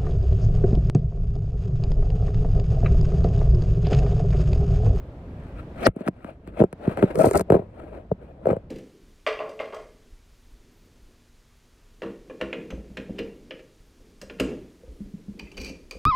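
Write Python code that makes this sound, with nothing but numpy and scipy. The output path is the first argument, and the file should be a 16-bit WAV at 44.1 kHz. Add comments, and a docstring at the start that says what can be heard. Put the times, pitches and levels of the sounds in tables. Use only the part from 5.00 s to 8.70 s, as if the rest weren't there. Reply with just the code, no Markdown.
"""A low rush, filtered noise, runs throughout; from about 0.3 s grainy rubs of a camera housing on a
cast-iron drain pipe join it. A noise-band squeak swells, then falls off as the camera lands on the rim at 0.87 s:
knocks (filtered impulses and rattles) and a damped 50 Hz thud; the contacts lose bass, then regain it.
More knocks and rubs follow, the main ring rising; a stick-slip scrape along rust (random impulses) spans
2.15-2.42 s. Knocks and grind reach the microphones through the case, treble first and bass last."""
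import sys
import numpy as np
from scipy import signal
from scipy.fft import rfft, irfft, next_fast_len
from scipy.io import wavfile
from scipy.ndimage import uniform_filter1d, map_coordinates

SR = 44100
rng = np.random.default_rng(int(sys.argv[2]) if len(sys.argv) > 2 else 0)


def int16_out(signal):
    """Quantize to a 16-bit WAV file."""
    q = np.round(np.clip(np.atleast_2d(signal).T, -1, 1) * 32767)
    wavfile.write(sys.argv[1], SR, q.astype(np.int16))


N = 163170

# Knocks of housing on pipe (time [s], thump [dB], knock [dB], clack [dB], tick [dB]), before voice gains
KNOCK_EVENTS = [(0.868, -13, -17.5, 3.5, -17), (0.872, -9, -12, -41.5, -18.5),
                (0.885, -18, -20.5, -43.5, -45.5), (0.963, -17.5, -28.5, -42.5, -48),
                (1.007, -20.5, -27.5, -48, -53.5), (1.066, -16, -24, -37, -42),
                (1.077, -50, -26, -9, -35.5), (1.083, -9, -12.5, -18, -30), (1.245, -24.5, -31, -22.5, -47),
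                (1.475, -28.5, -36, -32, -45.5), (1.602, -6, -9, -19, -58.5),
                (1.612, -3.5, -5.5, -28, -42.5), (1.619, -23, -1, -50.5, -51.5),
                (1.638, -10.5, -6, -28, -38.5), (1.728, -28, -26, -24.5, -35.5),
                (1.876, -6.5, -14.5, -26, -52), (1.973, -30.5, -30, -16, -38),
                (2.026, -10, -5.5, -9.5, -35), (2.036, -3.5, -7, -31, -55.5),
                (2.156, -31.5, -20.5, -20, -29), (2.203, -14.5, -25, -19.5, -35.5),
                (2.239, -25.5, -7.5, -22, -28.5), (2.257, -23, -10, -41, -31.5),
                (2.268, -9, -7.5, -31, -32), (2.311, -51, -11, -17, -23.5), (2.355, -22, -4.5, -27, -21),
                (2.365, -25, -11.5, -21.5, -31), (2.395, -58, -15.5, -15.5, -23),
                (2.409, -20.5, -12.5, -17.5, -29.5), (2.502, -12, -1, -12.5, -31.5),
                (2.521, -8.5, -2.5, -19, -32), (2.541, -36, -5, -33, -37.5),
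                (2.551, -12.5, -4.5, -42, -40.5), (2.565, -26.5, -12, -40, -50),
                (2.592, -24, -22.5, -39.5, -51.5), (3.115, -16.5, -9.5, -42, -64),
                (3.456, -33, -11, -24.5, -48), (3.469, -22, -4, -34, -40), (3.489, -23, -9, -40.5, -48),
                (3.503, -26.5, -9.5, -21, -55), (3.51, -15, -13.5, -24, -40.5),
                (3.529, -22.5, -10, -31.5, -44), (3.566, -28.5, -18, -33.5, -51)]
# Spectra of the four knock voices (frequency [Hz], level [dB])
THUMP_SPECTRUM = [(25, -25.5), (60, -10.5), (110, -1), (180, 2.5), (250, -3), (400, -18.5), (900, -73.5)]
KNOCK_SPECTRUM = [(100, -37), (250, -21), (390, -4), (650, -4.5), (850, -19), (1300, -29.5), (3000, -86.5)]
CLACK_SPECTRUM = [(500, -22), (900, -0.5), (1350, 8.5), (1800, 1.5), (2600, -5.5), (3400, -15),
                  (9000, -61.5)]
TICK_SPECTRUM = [(2500, -25), (4500, -6), (6600, -6), (8500, 3), (10500, -1), (12000, -15), (13800, 0),
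                 (15500, -25.5)]
THUMP_GAIN_DB, KNOCK_GAIN_DB, CLACK_GAIN_DB, TICK_GAIN_DB = 0, -1.5, -7.5, 1
RATTLE_DB, RATTLE_T60_S, TICK_T60_S = -6.5, 0.026, 0.0087  # rattle energy is against the push
# Main ring of the housing, moving with the contact point (time [s], frequency [Hz])
RING_TRACK = [(1.0, 290), (1.6, 363), (2.55, 399.4), (3.115, 426), (3.47, 509)]
RING_DB, RING_Q = 6, 6
THUD_S, THUD_HZ, THUD_DB = 0.885, 50, -17.5

# Hard scrape along the rust (time [s], body [dB], treble [dB]), before grind and grit gains
SCRAPE_LEVELS = [(2.145, -33.5, -57), (2.178, -26, -53.5), (2.192, -17, -38.5), (2.21, -19.5, -45.5),
                 (2.226, -20, -46.5), (2.242, -18.5, -42), (2.272, -16.5, -43), (2.299, -29.5, -46.5),
                 (2.325, -32, -54.5), (2.352, -14.5, -39.5), (2.375, -22, -41.5), (2.39, -24.5, -41.5),
                 (2.412, -26.5, -46.5), (2.424, -38.5, -69)]
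GRIND_GAIN_DB, GRIT_GAIN_DB = -1.5, 3
SLIPS_PER_S, GRAINS_PER_S = 520, 5500
GRIND_THUMP_DB, GRIND_CLACK_DB = -3.5, -16.5  # against the knock voice of the grind

# Light rubs (peak time [s], rise [s], fall [s], body [dB], hiss [dB]); rise and fall each span FADE_DB
RUB_EVENTS = [(.45, 0.31, 0.23, -76, -58.5), (0.596, 0.053, 0.05, -46, -47.5),
              (0.835, 0.069, 0.041, -26.5, -34), (0.867, 0.021, 0.014, -12.5, -22),
              (1.015, 0.059, 0.032, -33, -48.5), (1.072, 0.044, 0.019, -32, -46),
              (1.296, 0.17, 0.058, -40.5, -52.5), (1.488, 0.059, 0.044, -42, -54),
              (1.604, 0.062, 0.041, -27.5, -40.5), (1.85, 0.053, 0.057, -30.5, -46.5),
              (1.908, 0.06, 0.08, -29.5, -42), (1.978, 0.013, 0.19, -28, -41.5),
              (2.033, 0.015, 0.037, -25.5, -38.5), (2.106, 0.012, 0.038, -23.5, -40.5),
              (2.534, 0.039, 0.084, -19, -42.5), (2.799, 0.12, 0.18, -42, -54.5),
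              (2.967, 0.19, 0.083, -35, -54.5), (3.225, 0.039, 0.23, -44.5, -62),
              (3.498, 0.062, 0.068, -21, -43.5)]
# Rub spectra (frequency [Hz], level [dB])
RUB_BODY_SPECTRUM = [(60, -35.5), (200, -4), (380, -2.5), (620, -1), (850, -13.5), (1300, -27.5),
                     (3000, -65.5)]
RUB_HISS_SPECTRUM = [(700, -15.5), (1300, 4.5), (2600, -4), (4300, -22), (8000, -51.5)]
RUB_GRAINS_PER_S, RUB_FIZZ_DB = 1800, -18  # fizz is against the hiss
FADE_DB = 20  # rubs and squeak
ROUGH_DB = 2  # rubs and scrape
SHIFT_DB = 5.5  # rms colour change of the grind; half that in rubs and grit

SQUEAK_S, SQUEAK_RISE_S, SQUEAK_FALL_S = 0.867, 0.014, 0.0015
SQUEAK_HZ, SQUEAK_WIDTH_HZ = 4800, 700
SQUEAK_DB, SQUEAK_LEFT_MINUS_RIGHT_DB = -23, -15.5

# Low rush (time [s], rumble [dB], airy part [dB])
RUSH_LEVELS = [(0, -39, -47.5), (.87, -37.5, -44.5), (.93, -61, -77.5), (1.15, -50.5, -55),
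               (1.58, -43.5, -58), (1.7, -60, -56), (1.85, -42, -44.5), (2.7, -45, -55), (3.7, -47, -55)]
# Rush spectra (frequency [Hz], level [dB])
RUMBLE_SPECTRUM = [(22, -14.5), (55, 1), (85, -1.5), (120, -6), (175, -7.5), (260, -13.5), (500, -41),
                   (1500, -84)]
AIR_SPECTRUM = [(100, -17), (250, 4.5), (620, -0.5), (900, -9.5), (2000, -19.5), (3000, -25.5),
                (6000, -38.5), (15000, -50)]

LAG_CYCLES = 1.4  # case delay is LAG_CYCLES / (f + 20 Hz)
THIN_S, THIN_HZ, THIN_RECOVER_S = 0.93, 218, 1
# Resonances of pipe mouth and housing (frequency [Hz], level [dB])
PIPE_RESONANCES = [(185, -11), (660, -13), (960, -13.5), (1290, -5.5), (1540, -14.5), (2450, -8),
                   (4150, -1.5)]
DIRECT_DB, PIPE_Q = -0.5, 11
# Level difference of the ports (frequency [Hz], left minus right [dB])
PORT_TILT = [(100, 1), (450, -2), (740, 12), (1220, 8), (2000, 6.5), (3300, -0.5), (5500, -4), (9000, 1)]
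# Phase difference of the ports (frequency [Hz], lead of the left [rad])
PORT_LEAD = [(120, -0.009), (780, 0.71), (1100, -2), (2100, -1), (3800, -1.85)]
# Likeness of the ports for contacts and for the rush (frequency [Hz], coherence [0-1])
CONTACT_COHERENCE = [(300, .9), (1400, 0.49), (9000, 0.7)]
RUSH_COHERENCE = [(640, 1), (1400, 0.053), (8000, 0.2)]
TOP_HZ = 16200


def amp(db):
    """Decibels to gain."""
    return 10 ** (np.asarray(db) / 20)


def unit(x):
    """x at rms 1."""
    return x / np.sqrt(np.mean(x ** 2) + 1e-20)


def along(points, hz):
    """Interpolate (Hz, value) points on a log-frequency axis."""
    f, v = np.transpose(points)
    return np.interp(np.log(hz + 1), np.log(f + 1), v)


def curves(rows):
    """One value per sample for each column after the time."""
    s, *cols = np.transpose(rows)
    return [np.interp(np.arange(N) / SR, s, c) for c in cols]


def wobble(knots_per_s):
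    """A smooth random curve."""
    knots = rng.standard_normal(int(N * knots_per_s / SR) + 4)
    return map_coordinates(knots, [np.arange(N) * knots_per_s / SR])


def peak_fade_db(t, peak_s, rise_s, fall_s):
    """Straight-line dB rise to 0 at the peak, then fall."""
    return -FADE_DB * np.maximum((peak_s - t) / rise_s, (t - peak_s) / fall_s)


def filtered(x, response):
    """x times a complex response of frequency."""
    n = x.shape[-1]
    m = next_fast_len(n + SR // 4)
    return irfft(rfft(x, m) * response(np.fft.rfftfreq(m, 1 / SR)), m)[..., :n]


def noise():
    """Two unrelated white noises."""
    return rng.standard_normal((2, N))


def grains(per_s, spread_db):
    """Two random trains of impulses of either sign and varied level."""
    hits = rng.random((2, N)) < per_s / SR
    return hits * np.sign(noise()) * amp(spread_db * np.clip(noise(), -2, 2))


def resonance(hz, centre_hz, q):
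    """One damped mode, gain 1 at its centre."""
    return 1 / (1 + 1j * q * (hz / centre_hz - centre_hz / (hz + 1e-9)))


def case(hz):
    """Dispersion in the case delays the bass, so each blow drops in pitch."""
    return np.exp(-2j * np.pi * LAG_CYCLES * np.log(hz + 20))


def ports(hz, share=1):
    """Level and phase at the left and right ports, mean power 1; share scales the differences."""
    sides = np.array([[1], [-1]])
    gain = amp(sides * share * along(PORT_TILT, hz) / 2)
    gain = gain / np.sqrt(np.mean(gain ** 2, axis=0))
    return gain * np.exp(0.5j * sides * share * along(PORT_LEAD, hz))


def stereo(pair, spectrum, coherence, share=0):
    """Colour two unrelated signals and mix them to left and right with a given coherence, rms 1."""
    def mid_side(hz):
        turn = np.arccos(np.clip(along(coherence, hz), -1, 1)) / 2
        return amp(along(spectrum, hz)) * [np.cos(turn), np.sin(turn)]

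    mid, side = filtered(pair, mid_side)
    return unit(filtered(np.array([mid + side, mid - side]), lambda hz: ports(hz, share)))


def shifting(x, depth_db):
    """The contact point wanders over the surface: random time-frequency gains, rms 1 out."""
    z = signal.stft(x, nperseg=512)[2]
    field = rng.standard_normal(z.shape[1:])
    field = uniform_filter1d(field, size=3, axis=0)  # across frequency
    field = uniform_filter1d(field, size=5, axis=1)  # across time
    return unit(signal.istft(z * amp(depth_db * unit(field)), nperseg=512)[1][:, :N])


def knocks():
    """Impulse plus decaying rattle excites three voices through the case; a noise tick bypasses it."""
    lead, size = SR // 50, SR // 6
    t = (np.arange(size) - lead) / SR
    out = np.zeros((2, N + SR))

    def decay(t60_s):
        return (t >= 0) * amp(-60 * np.abs(t) / t60_s)

    def peak_one(v):
        power = np.mean(np.abs(signal.hilbert(v)) ** 2, axis=0)
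        return v / np.sqrt(power).max()

    for s, thump_db, knock_db, clack_db, tick_db in KNOCK_EVENTS:
        rattle = rng.standard_normal(size) * decay(RATTLE_T60_S)
        push = (t == 0) + amp(RATTLE_DB) * rattle / np.linalg.norm(rattle)
        phase = np.exp(2j * np.pi * rng.random())
        ring_hz = np.interp(s, *np.transpose(RING_TRACK))
        ringing = push + amp(RING_DB) * filtered(push, lambda hz: resonance(hz, ring_hz, RING_Q))
        voices = [(push, THUMP_SPECTRUM, thump_db + THUMP_GAIN_DB),
                  (ringing, KNOCK_SPECTRUM, knock_db + KNOCK_GAIN_DB),
                  (push, CLACK_SPECTRUM, clack_db + CLACK_GAIN_DB)]
        blow = np.zeros((2, size))
        for drive, shape, db in voices:
            voice = filtered(drive, lambda hz: phase * amp(along(shape, hz)) * case(hz) * ports(hz))
            blow += amp(db) * peak_one(voice)
        tick = rng.standard_normal(size) * decay(TICK_T60_S)
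        tick = filtered(tick, lambda hz: amp(along(TICK_SPECTRUM, hz)) * ports(hz))
        blow += amp(tick_db + TICK_GAIN_DB) * peak_one(tick)
        start = round(s * SR) - lead
        out[:, start:start + size] += blow
    return out[:, :N]


def thud():
    """Deep push of the landing: a heavily damped sine, almost ringless."""
    cycles = np.maximum(np.arange(N) / SR - THUD_S, 0) * THUD_HZ
    return amp(THUD_DB) * np.sin(2 * np.pi * cycles) * np.exp(-2 * cycles)


def scrape():
    """Stick-slip on rust: random slips drive three knock voices through the case, over crackling grit."""
    body_db, treble_db = curves(SCRAPE_LEVELS)
    t = np.arange(N) / SR
    in_contact = (t > SCRAPE_LEVELS[0][0]) & (t < SCRAPE_LEVELS[-1][0])
    touching = uniform_filter1d(1. * in_contact, size=300)
    slips = filtered(grains(SLIPS_PER_S, spread_db=0.5), case)
    grind = np.zeros((2, N))
    for shape, db in [(THUMP_SPECTRUM, GRIND_THUMP_DB), (KNOCK_SPECTRUM, 0), (CLACK_SPECTRUM, GRIND_CLACK_DB)]:
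        grind += amp(db) * shifting(stereo(slips, shape, CONTACT_COHERENCE, 0.95), SHIFT_DB)
    crackle = grains(GRAINS_PER_S, spread_db=4.5) * amp(4.5 * wobble(170))
    grit = shifting(stereo(crackle, TICK_SPECTRUM, CONTACT_COHERENCE, 1), SHIFT_DB / 2)
    sticking = unit(amp(ROUGH_DB * wobble(90)))
    body = amp(body_db + GRIND_GAIN_DB) * sticking * grind
    return touching * (body + amp(treble_db + GRIT_GAIN_DB) * grit)


def rubs():
    """Housing brushing iron: random grains coloured as body, hiss and faint fizz, in swells."""
    t, power = np.arange(N) / SR, np.zeros((2, N))
    for s, rise_s, fall_s, *levels_db in RUB_EVENTS:
        power += amp(np.array(levels_db)[:, None] + peak_fade_db(t, s, rise_s, fall_s)) ** 2
    layers = []
    for shape in (RUB_BODY_SPECTRUM, RUB_HISS_SPECTRUM, TICK_SPECTRUM):
        brushed = stereo(grains(RUB_GRAINS_PER_S, spread_db=0.5), shape, CONTACT_COHERENCE, 0.94)
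        layers.append(shifting(brushed, SHIFT_DB / 2))
    body, hiss, fizz = layers
    rough = unit(amp(ROUGH_DB * wobble(130)))
    body_gain, hiss_gain = np.sqrt(power)
    return rough * (body_gain * body + hiss_gain * (hiss + amp(RUB_FIZZ_DB) * fizz))


def squeak():
    """Shrill squeak, stronger at the right port: a fixed noise band with slow rise and abrupt fall."""
    t = np.arange(N) / SR
    band = filtered(rng.standard_normal(N), lambda hz: 1 / (1 + ((hz - SQUEAK_HZ) / SQUEAK_WIDTH_HZ) ** 2))
    fade_db = peak_fade_db(t, SQUEAK_S, SQUEAK_RISE_S, SQUEAK_FALL_S)
    pan_db = SQUEAK_LEFT_MINUS_RIGHT_DB * np.array([[1], [-1]]) / 2
    return unit(band) * amp(SQUEAK_DB + fade_db + pan_db)


def rush():
    """Rumble and airy noise; both drop after the first big knock and return; the rumble dips again near 1.7 s."""
    rumble_db, air_db = curves(RUSH_LEVELS)
    rumble = amp(rumble_db) * stereo(noise(), RUMBLE_SPECTRUM, RUSH_COHERENCE)
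    return rumble + amp(air_db) * stereo(noise(), AIR_SPECTRUM, RUSH_COHERENCE)


def thinned(x):
    """Remove the bass at THIN_S and let it return slowly."""
    t = np.arange(N) / SR - THIN_S
    bass = filtered(x, lambda hz: np.exp(-(hz / THIN_HZ) ** 2))
    return x - bass * (t > 0) * np.exp(-(t / THIN_RECOVER_S) ** 2)


def pipe(x):
    """Pipe mouth and housing: parallel damped modes add a hollow colour to the direct sound."""
    def response(f):
        return amp(DIRECT_DB) + sum(amp(db) * resonance(f, hz, PIPE_Q) for hz, db in PIPE_RESONANCES)

    return filtered(x, response)


def scene():
    """Knocks, rubs and scrape ring in the pipe mouth; squeak, thud and rush bypass it."""
    contacts = knocks() + rubs() + scrape()
    return pipe(thinned(contacts)) + squeak() + thud() + rush()


def record(dry):
    """Round off peaks near 0.9, then cut everything from TOP_HZ up."""
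    held = dry / (1 + np.abs(dry / 0.9) ** 6) ** (1 / 6)
    return filtered(held, lambda hz: hz < TOP_HZ)


dry = scene()
out = record(dry)
int16_out(out)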